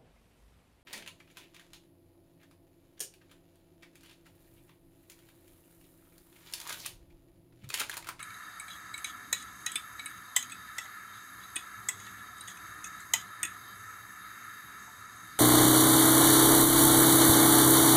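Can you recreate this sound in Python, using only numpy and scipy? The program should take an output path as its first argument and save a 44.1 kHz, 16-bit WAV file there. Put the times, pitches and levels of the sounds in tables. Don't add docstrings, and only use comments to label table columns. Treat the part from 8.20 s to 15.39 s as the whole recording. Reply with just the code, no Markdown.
import sys
import numpy as np
from scipy import signal
from scipy.fft import rfft, irfft, next_fast_len
from scipy.io import wavfile
from scipy.ndimage import uniform_filter1d

SR = 44100
rng = np.random.default_rng(int(sys.argv[2]) if len(sys.argv) > 2 else 0)


def generate_wav(sig):
    pcm = np.round(np.clip(np.atleast_2d(sig).T, -1, 1) * 32767).astype(np.int16)
    wavfile.write(sys.argv[1], SR, pcm)


def makeup_ratio(level_db):
    decades = np.asarray(level_db, float) / 20
    return 10 ** decades


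N = 317074

# (frequency [Hz], level [dB], T60 [s])
RINGS = [(1452, 8.5, 0.012), (1960, -3.5, 0.057), (2005, 5, 0.037), (2257, 3.5, 0.046), (2493, -2.5, 0.082),
         (2676, -4.5, 0.11), (2900, -9.5, 0.1), (3200, 5.5, 0.031), (3436, 8, 0.04), (3935, 2, 0.082),
         (4400, -18, 0.029), (4990, -3.5, 0.064), (5540, -4.5, 0.026), (6500, -9, 0.089), (6507, 1, 0.019),
         (6740, 2.5, 0.018), (6700, -2, 0.029), (7583, -8, 0.016), (7613, 6, 0.019), (8400, -4, 0.03),
         (8320, 1.5, 0.026), (8800, 12.5, 0.01), (8880, -5.5, 0.0093), (9970, -9, 0.015),
         (11140, -11.5, 0.031), (12070, 2, 0.018), (12900, -16, 0.012), (13500, 2.5, 0.021),
         (14480, -2, 0.013)]
EDGES_HZ = [1200, 2950, 5200, 8500, 10500]


def set_level(x, db):
    return x * makeup_ratio(db) / np.sqrt(np.mean(x ** 2))


def walk(rate):
    hold = int(SR / rate)
    steps = np.repeat(rng.standard_normal(N // hold + 1), hold)
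    return 1.09 * uniform_filter1d(uniform_filter1d(steps, hold), hold)[:N]


def hiss(power):
    size = next_fast_len(N)
    return irfft(rfft(rng.standard_normal(size)) * np.sqrt(power), size)[:N]


def resonance(hz, centre_hz, width_hz, db):
    return makeup_ratio(db) ** 2 / (1 + (1.37 * (hz - centre_hz) / width_hz) ** 2) ** 2


def burner():
    # (frequency [Hz], width [Hz], level [dB])
    jet_gaps = [(728, 25, -14.5), (1010, 29.6, -8), (1306, 136, 1.5), (1727, 143, -0.5), (2715, 200, -20.5),
                (3138, 68, -18), (3770, 161, -10), (4174, 15, -12.5), (4596, 100, -17.5), (4894, 100, -19),
                (5470, 190, -80.5), (6454, 204, -12), (6960, 96, -18.5), (7980, 200, -21),
                (9070, 120, -19.5), (9980, 44, -40), (10350, 61, -16.5), (11000, 44, -10.5),
                (11370, 210, -23.5), (11800, 32, -36.5), (12770, 88, -16.5), (12900, 250, -28),
                (13400, 75, -22), (14000, 150, -37), (14640, 250, -22), (15300, 33, -51)]
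    # (frequency [Hz], level [dB per Hz])
    jet_bed = [(400, -28.5), (900, -21), (2200, -11), (2800, -41), (5500, -29), (7500, -25.5),
               (9800, -33.5), (11500, -16.5), (13800, -48), (15100, -40), (15700, -37)]
    # (frequency [Hz], width [Hz], level [dB])
    flame_peaks = [(66.5, 18.4, -7.5), (108, 21.5, -2), (144, 14, -13), (180.4, 20, -8), (199, 15.7, -5.5),
                   (249, 39, -9.5), (310, 25.5, -10), (386, 87, -16)]
    # (time [s], level [dB])
    flame_swell = [(0.0, -61.5), (1.58, -59.5), (1.6, -62.5), (2.02, -57.5), (2.1, -66.5), (2.24, -59.5),
                   (2.96, -65), (3.18, -56.5), (3.28, -61), (4.56, -60), (5.06, -59), (5.15, -71),
                   (5.21, -60), (6.37, -63), (7.17, -57.5), (7.19, -67)]

    hz = np.maximum(np.fft.rfftfreq(next_fast_len(N), 1 / SR), 1)
    bed_hz, bed_db = np.transpose(jet_bed)
    bed = makeup_ratio(np.interp(np.log(hz), np.log(bed_hz), bed_db)) ** 2 * (hz > 300)
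    jet_power = (bed + sum(resonance(hz, *peak) for peak in jet_gaps)) * (hz < 15750)
    zone = np.searchsorted(EDGES_HZ, hz)
    jets = sum(hiss(jet_power * (zone == k)) * makeup_ratio(1.43 * walk(9.7)) for k in range(6))

    flame = 0
    for k in range(3):
        flame_power = sum(resonance(hz, *peak) for peak in flame_peaks[k::3])
        flame = flame + hiss(flame_power) * makeup_ratio(2.76 * walk(6.2))
    swell_db = np.interp(np.arange(N) / SR, *np.transpose(flame_swell))
    return set_level(jets, -47.5) + set_level(flame, 0) * makeup_ratio(swell_db)


def add(out, s, y, db):
    i = int(s * SR)
    out[i:i + len(y)] += y * makeup_ratio(db) / np.sqrt(np.mean(y[:440] ** 2) + 1e-18)


def ring(group, loud_hz, place, grip, favour_db=9, rise_s=0.00028):
    hz, db, t60 = np.transpose(RINGS)
    off = abs(np.log(hz / loud_hz))
    hz = np.where((off == off.min()) & (off < 0.055), loud_hz, hz)
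    gain = np.where(hz == loud_hz, np.max(place), place)
    gain = gain * makeup_ratio(db - np.minimum(250 * abs(np.log(hz / loud_hz)), favour_db))
    pick = np.searchsorted(EDGES_HZ, hz) == group
    t = np.arange(2600)[:, None] / SR
    decay = np.exp(-np.log(1000) * t * grip / t60[pick])
    swing = np.sin(2 * np.pi * hz[pick] * t) * decay * (1 - np.exp(-t / rise_s))
    return swing @ gain[pick]


def taps():
    # (time [s], bowl level [dB], fork level [dB], loudest tine ring [Hz], tips over tines [dB])
    edge_taps = [
        (.0014, -40, -45, 8000, -13),
        (.1034, -42, -63, 6520, -6),
        (.397, -36.5, -35.5, 8030, -9.5),
        (0.7776, -41, -37.5, 8000, -9),
        (6.963, -70, -60, 8400, -2),
    ]
    lip_taps = [
        (.0268, -40, -41.5, 7980, -1.5),
        (0.48, -41.5, -47, 8030, -14),
        (0.7388, -32.5, -37, 7980, -22),
        (.843, -29.5, -31.5, 6400, -9),
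        (1.793, -33.5, -43.5, 7940, -17),
        (1.8584, -35.5, -39, 8200, 0),
        (2.296, -44.5, -48, 8020, -8),
    ]
    flat_taps = [
        (0.14, -62.5, -53, 6540, -12),
        (0.5018, -58, -51, 6370, -9),
        (3.235, -62, -60, 6520, -9),
        (4.2077, -57.5, -49.5, 6460, 4.5),
    ]
    side_taps = [
        (.5584, -46, -56, 6430, -8),
        (1.1262, -24, -19, 6840, -16.5),
        (1.2234, -45, -49, 6560, -1),
        (1.4618, -27.5, -25, 6520, -12.5),
        (1.9738, -47, -51, 6560, -14),
        (2.2247, -41, -33.5, 6600, -17),
    ]
    inner_taps = [
        (1.516, -43, -34, 7940, -11),
        (1.5556, -27.5, -28, 8140, -5.5),
    ]
    floor_taps = [
        (2.1624, -20, -15.5, 7660, -12),
        (4.9355, -19.5, -14.5, 6650, -18),
    ]
    egg_taps = [
        (2.3184, -37, -37.5, 8020, -13),
        (3.3566, -37, -35.5, 7940, 2),
        (3.3615, -28.5, -31.5, 6680, -8.5),
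        (4.369, -48, -52, 6260, -7),
        (4.641, -40.5, -33.5, 6600, -13),
        (5.248, -33.5, -30.5, 6700, -11),
    ]
    curve_taps = [
        (2.5818, -26, -29.5, 5610, -18),
        (2.654, -42, -48, 6600, -17),
        (3.6855, -25, -20, 7880, -29),
        (3.799, -43, -44, 6800, -13),
        (4.182, -59, -51, 7020, -6),
        (4.803, -52, -43.5, 7330, -24),
        (5.3394, -48, -58, 6330, -10),
    ]
    heel_taps = [
        (5.2296, -26, -24.5, 6670, -6),
        (4.2805, -38, -42.5, 6800, -5.5),
        (3.8656, -37.5, -48, 7000, -22),
    ]
    # (rim ring [Hz], wall ring [Hz], wall over rim [dB], tip ring [Hz], contact [ms])
    lip, side_wall, flat = (2256, 3896, -9.5, 9278, 3), (1925, 3918, -9, 9198, 3.5), (2700, 3915, 18, 9080, 3.4)
    curve, egg, floor = (2001, 3398, -18.5, 8800, 3.5), (2560, 3450, -12, 8780, 5), (2022, 3176, -12.5, 8902, 3.1)
    inner, heel, edge = (2350, 3518, -7, 9260, 3.5), (1900, 3540, -19, 8558, 3), (2250, 3850, -17, 9200, 2.6)
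    grips = [1.9, 2.1, 1.75, 1.7, 1.9]
    rises = [0.001, 0.00067, 0.00024, 0.00021, 0.00026]
    favours = [0.74, .6, 0.92, .9, .7]
    late_s = [0.001106, 0.0006, 0, 0, 0]
    usual_db = -32
    wall_per_blow = 0.28
    rattle_db, rattle_s = -12, 0.0065
    clack_band = signal.butter(2, (940, 4700), "band", fs=SR, output="sos")

    out = np.zeros(N + 9000)
    places = [(lip, lip_taps), (side_wall, side_taps), (flat, flat_taps), (curve, curve_taps),
              (egg, egg_taps), (floor, floor_taps), (inner, inner_taps), (heel, heel_taps),
              (edge, edge_taps)]
    blows = [tuple(tap) + tuple(place) for place, rows in places for tap in rows]
    t = np.arange(900) / SR
    tones = np.exp(2 * np.pi * 1j * np.array(RINGS)[:, :1] * t)
    for s, bowl_db, fork_db, tine_hz, tip_db, rim_hz, wall_hz, wall_db, tip_hz, contact_ms in blows:
        contact = contact_ms / 1000
        grain = rng.standard_normal(900)
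        envelope = np.exp(-(t / (1.31 * contact)) ** 2) + makeup_ratio(rattle_db) * np.exp(-t / rattle_s)
        onset = np.minimum(t / (0.19 * contact), 1)
        chatter = grain * abs(grain) ** 0.46 * envelope * onset
        share = makeup_ratio(2.6 * rng.standard_normal(len(RINGS)))
        place = share / (abs(tones @ chatter) + 0.77 * np.linalg.norm(chatter))
        favour_db = np.clip(-0.5 * fork_db - 6, 5, 16)
        wall_level = bowl_db + wall_db + wall_per_blow * (bowl_db - usual_db)
        tick_level = fork_db - 19 + 0.2 * (tip_db + 9.5) + 0.16 * (fork_db - usual_db)
        parts = [(bowl_db - 8, rim_hz), (wall_level, wall_hz), (fork_db - 8, tine_hz),
                 (fork_db + tip_db, tip_hz), (tick_level, 11100)]
        add(out, s, signal.sosfilt(clack_band, chatter), bowl_db - 19)
        for k, (db, loud_hz) in enumerate(parts):
            body = ring(k + 1, loud_hz, place, grips[k], favour_db * favours[k], rises[k])
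            add(out, s + late_s[k], signal.fftconvolve(chatter, body), db)
    return out[:N]


def kitchen(x):
    t60_s, tail_db = 0.15, -7.5
    t = np.arange(int(0.3 * SR)) / SR
    first_return = np.clip(t / 0.0012 - 1, 0, 1)
    tail = rng.standard_normal(len(t)) * 1000. ** (-t / t60_s) * first_return
    tail = signal.lfilter([1], [1, -0.3], tail)
    return makeup_ratio(tail_db) * signal.fftconvolve(x, tail / np.sqrt(np.sum(tail ** 2)))[:N]


def scrapes():
    # (time [s], length [s], bowl level [dB], tines level [dB], bowl ring
    # favoured by the place [Hz])
    strokes = [(0.48, .088, -52.5, -58, 3310), (0.848, 0.072, -52, -51, 3250), (.97, .012, -69, -62, 3900),
               (1.136, .11, -51, -51, 3900), (1.27, .04, -55, -70, 2450), (1.464, 0.091, -51.5, -56, 3280),
               (1.562, .065, -50.5, -64, 2720), (1.89, 0.083, -56, -66, 2440),
               (2.155, 0.016, -45, -58, 3200), (2.18, .075, -47, -46, 3200), (2.298, 0.041, -52, -54, 2650),
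               (2.58, 0.073, -53, -54, 2050), (2.935, 0.065, -55, -66, 2000), (3.203, .041, -56, -69, 3930),
               (3.365, 0.062, -48, -61, 2650), (3.693, .07, -59, -60, 3300), (3.763, 0.2, -55.5, -59, 2400),
               (3.976, 0.044, -54, -71, 2600), (4.272, 0.059, -55, -51, 3400),
               (4.341, 0.034, -52, -59, 2620), (4.644, .036, -63, -49, 2700),
               (4.945, .085, -50.5, -50, 3150), (5.264, .083, -60, -62, 2440),
               (5.331, .012, -66, -57, 3900)]
    # (loudest ring [Hz], level [dB], damping factor [1])
    tine_drag = [(6600, 1.5, 1.8), (9250, 1, 2), (11000, 0, 1.8)]

    out = np.zeros(N + 9000)
    slips = rng.standard_normal(N) * (rng.random(N) < 4000 / SR)
    slips = slips * makeup_ratio(2.7 * walk(90))
    tines = sum(makeup_ratio(db) * ring(k + 3, hz, 1, grip) for k, (hz, db, grip) in enumerate(tine_drag))
    for s, length, bowl_db, tine_db, loud_hz in strokes:
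        on_wall = loud_hz > EDGES_HZ[1]
        wall_db = bowl_db - 8 * (not on_wall)
        i = int(s * SR)
        u = np.linspace(0, 1, int(length * SR))
        pressure = np.clip(np.minimum(u / 0.039, (1 - u) / 0.17), 0, 1) * makeup_ratio(-4 * u)
        push = slips[i:i + len(u)] * pressure
        parts = [(wall_db, ring(2, loud_hz, 1, 2.1, 5.1)), (tine_db, tines)]
        body = sum(makeup_ratio(db) * r / (np.linalg.norm(r) + 1e-18) for db, r in parts)
        out[i:i + len(u) + len(body) - 1] += signal.fftconvolve(push, body) / np.std(slips)
    return out[:N]


def knocks():
    # (time [s], peak level [dB], frequency [Hz], T60 [s])
    bowl_knocks = [(0.558, -53, 1090, 0.04), (1.126, -40, 1010, 0.016), (1.127, -44, 520, .02),
                   (1.461, -54, 1050, 0.031), (1.555, -46, 293, 0.055), (2.164, -34.5, 1000, 0.027),
                   (2.582, -49, 813, 0.04), (2.652, -50, 780, 0.045), (3.362, -43.5, 302, 0.043),
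                   (3.686, -47, 1044, 0.045), (4.938, -32, 910, 0.024), (5.249, -48.5, 307, 0.04),
                   (6.675, -50, 890, 0.081)]

    out = np.zeros(N + 9000)
    t = np.arange(4000) / SR
    onset = 1 - np.exp(-(t / 0.0012) ** 2)
    for s, db, hz, t60 in bowl_knocks:
        swing = np.sin(2 * np.pi * hz * t) + 0.59 * np.sin(2 * np.pi * 0.82 * hz * t)
        add(out, s, swing * 1000. ** (-t / t60) * onset, db - 7.5)
    return out[:N]


def scene():
    fork = taps() + knocks() + scrapes()
    return (fork + kitchen(fork) + burner())[None]


def roll_off(x):
    return signal.sosfilt(signal.butter(12, 17150, fs=SR, output="sos"), x)


def record(dry):
    heard = signal.sosfilt(signal.butter(3, 48, "high", fs=SR, output="sos"), dry)
    heard = signal.sosfilt(signal.butter(14, 16400, fs=SR, output="sos"), heard)
    return roll_off(heard)


dry = scene()
out = record(dry)
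generate_wav(out)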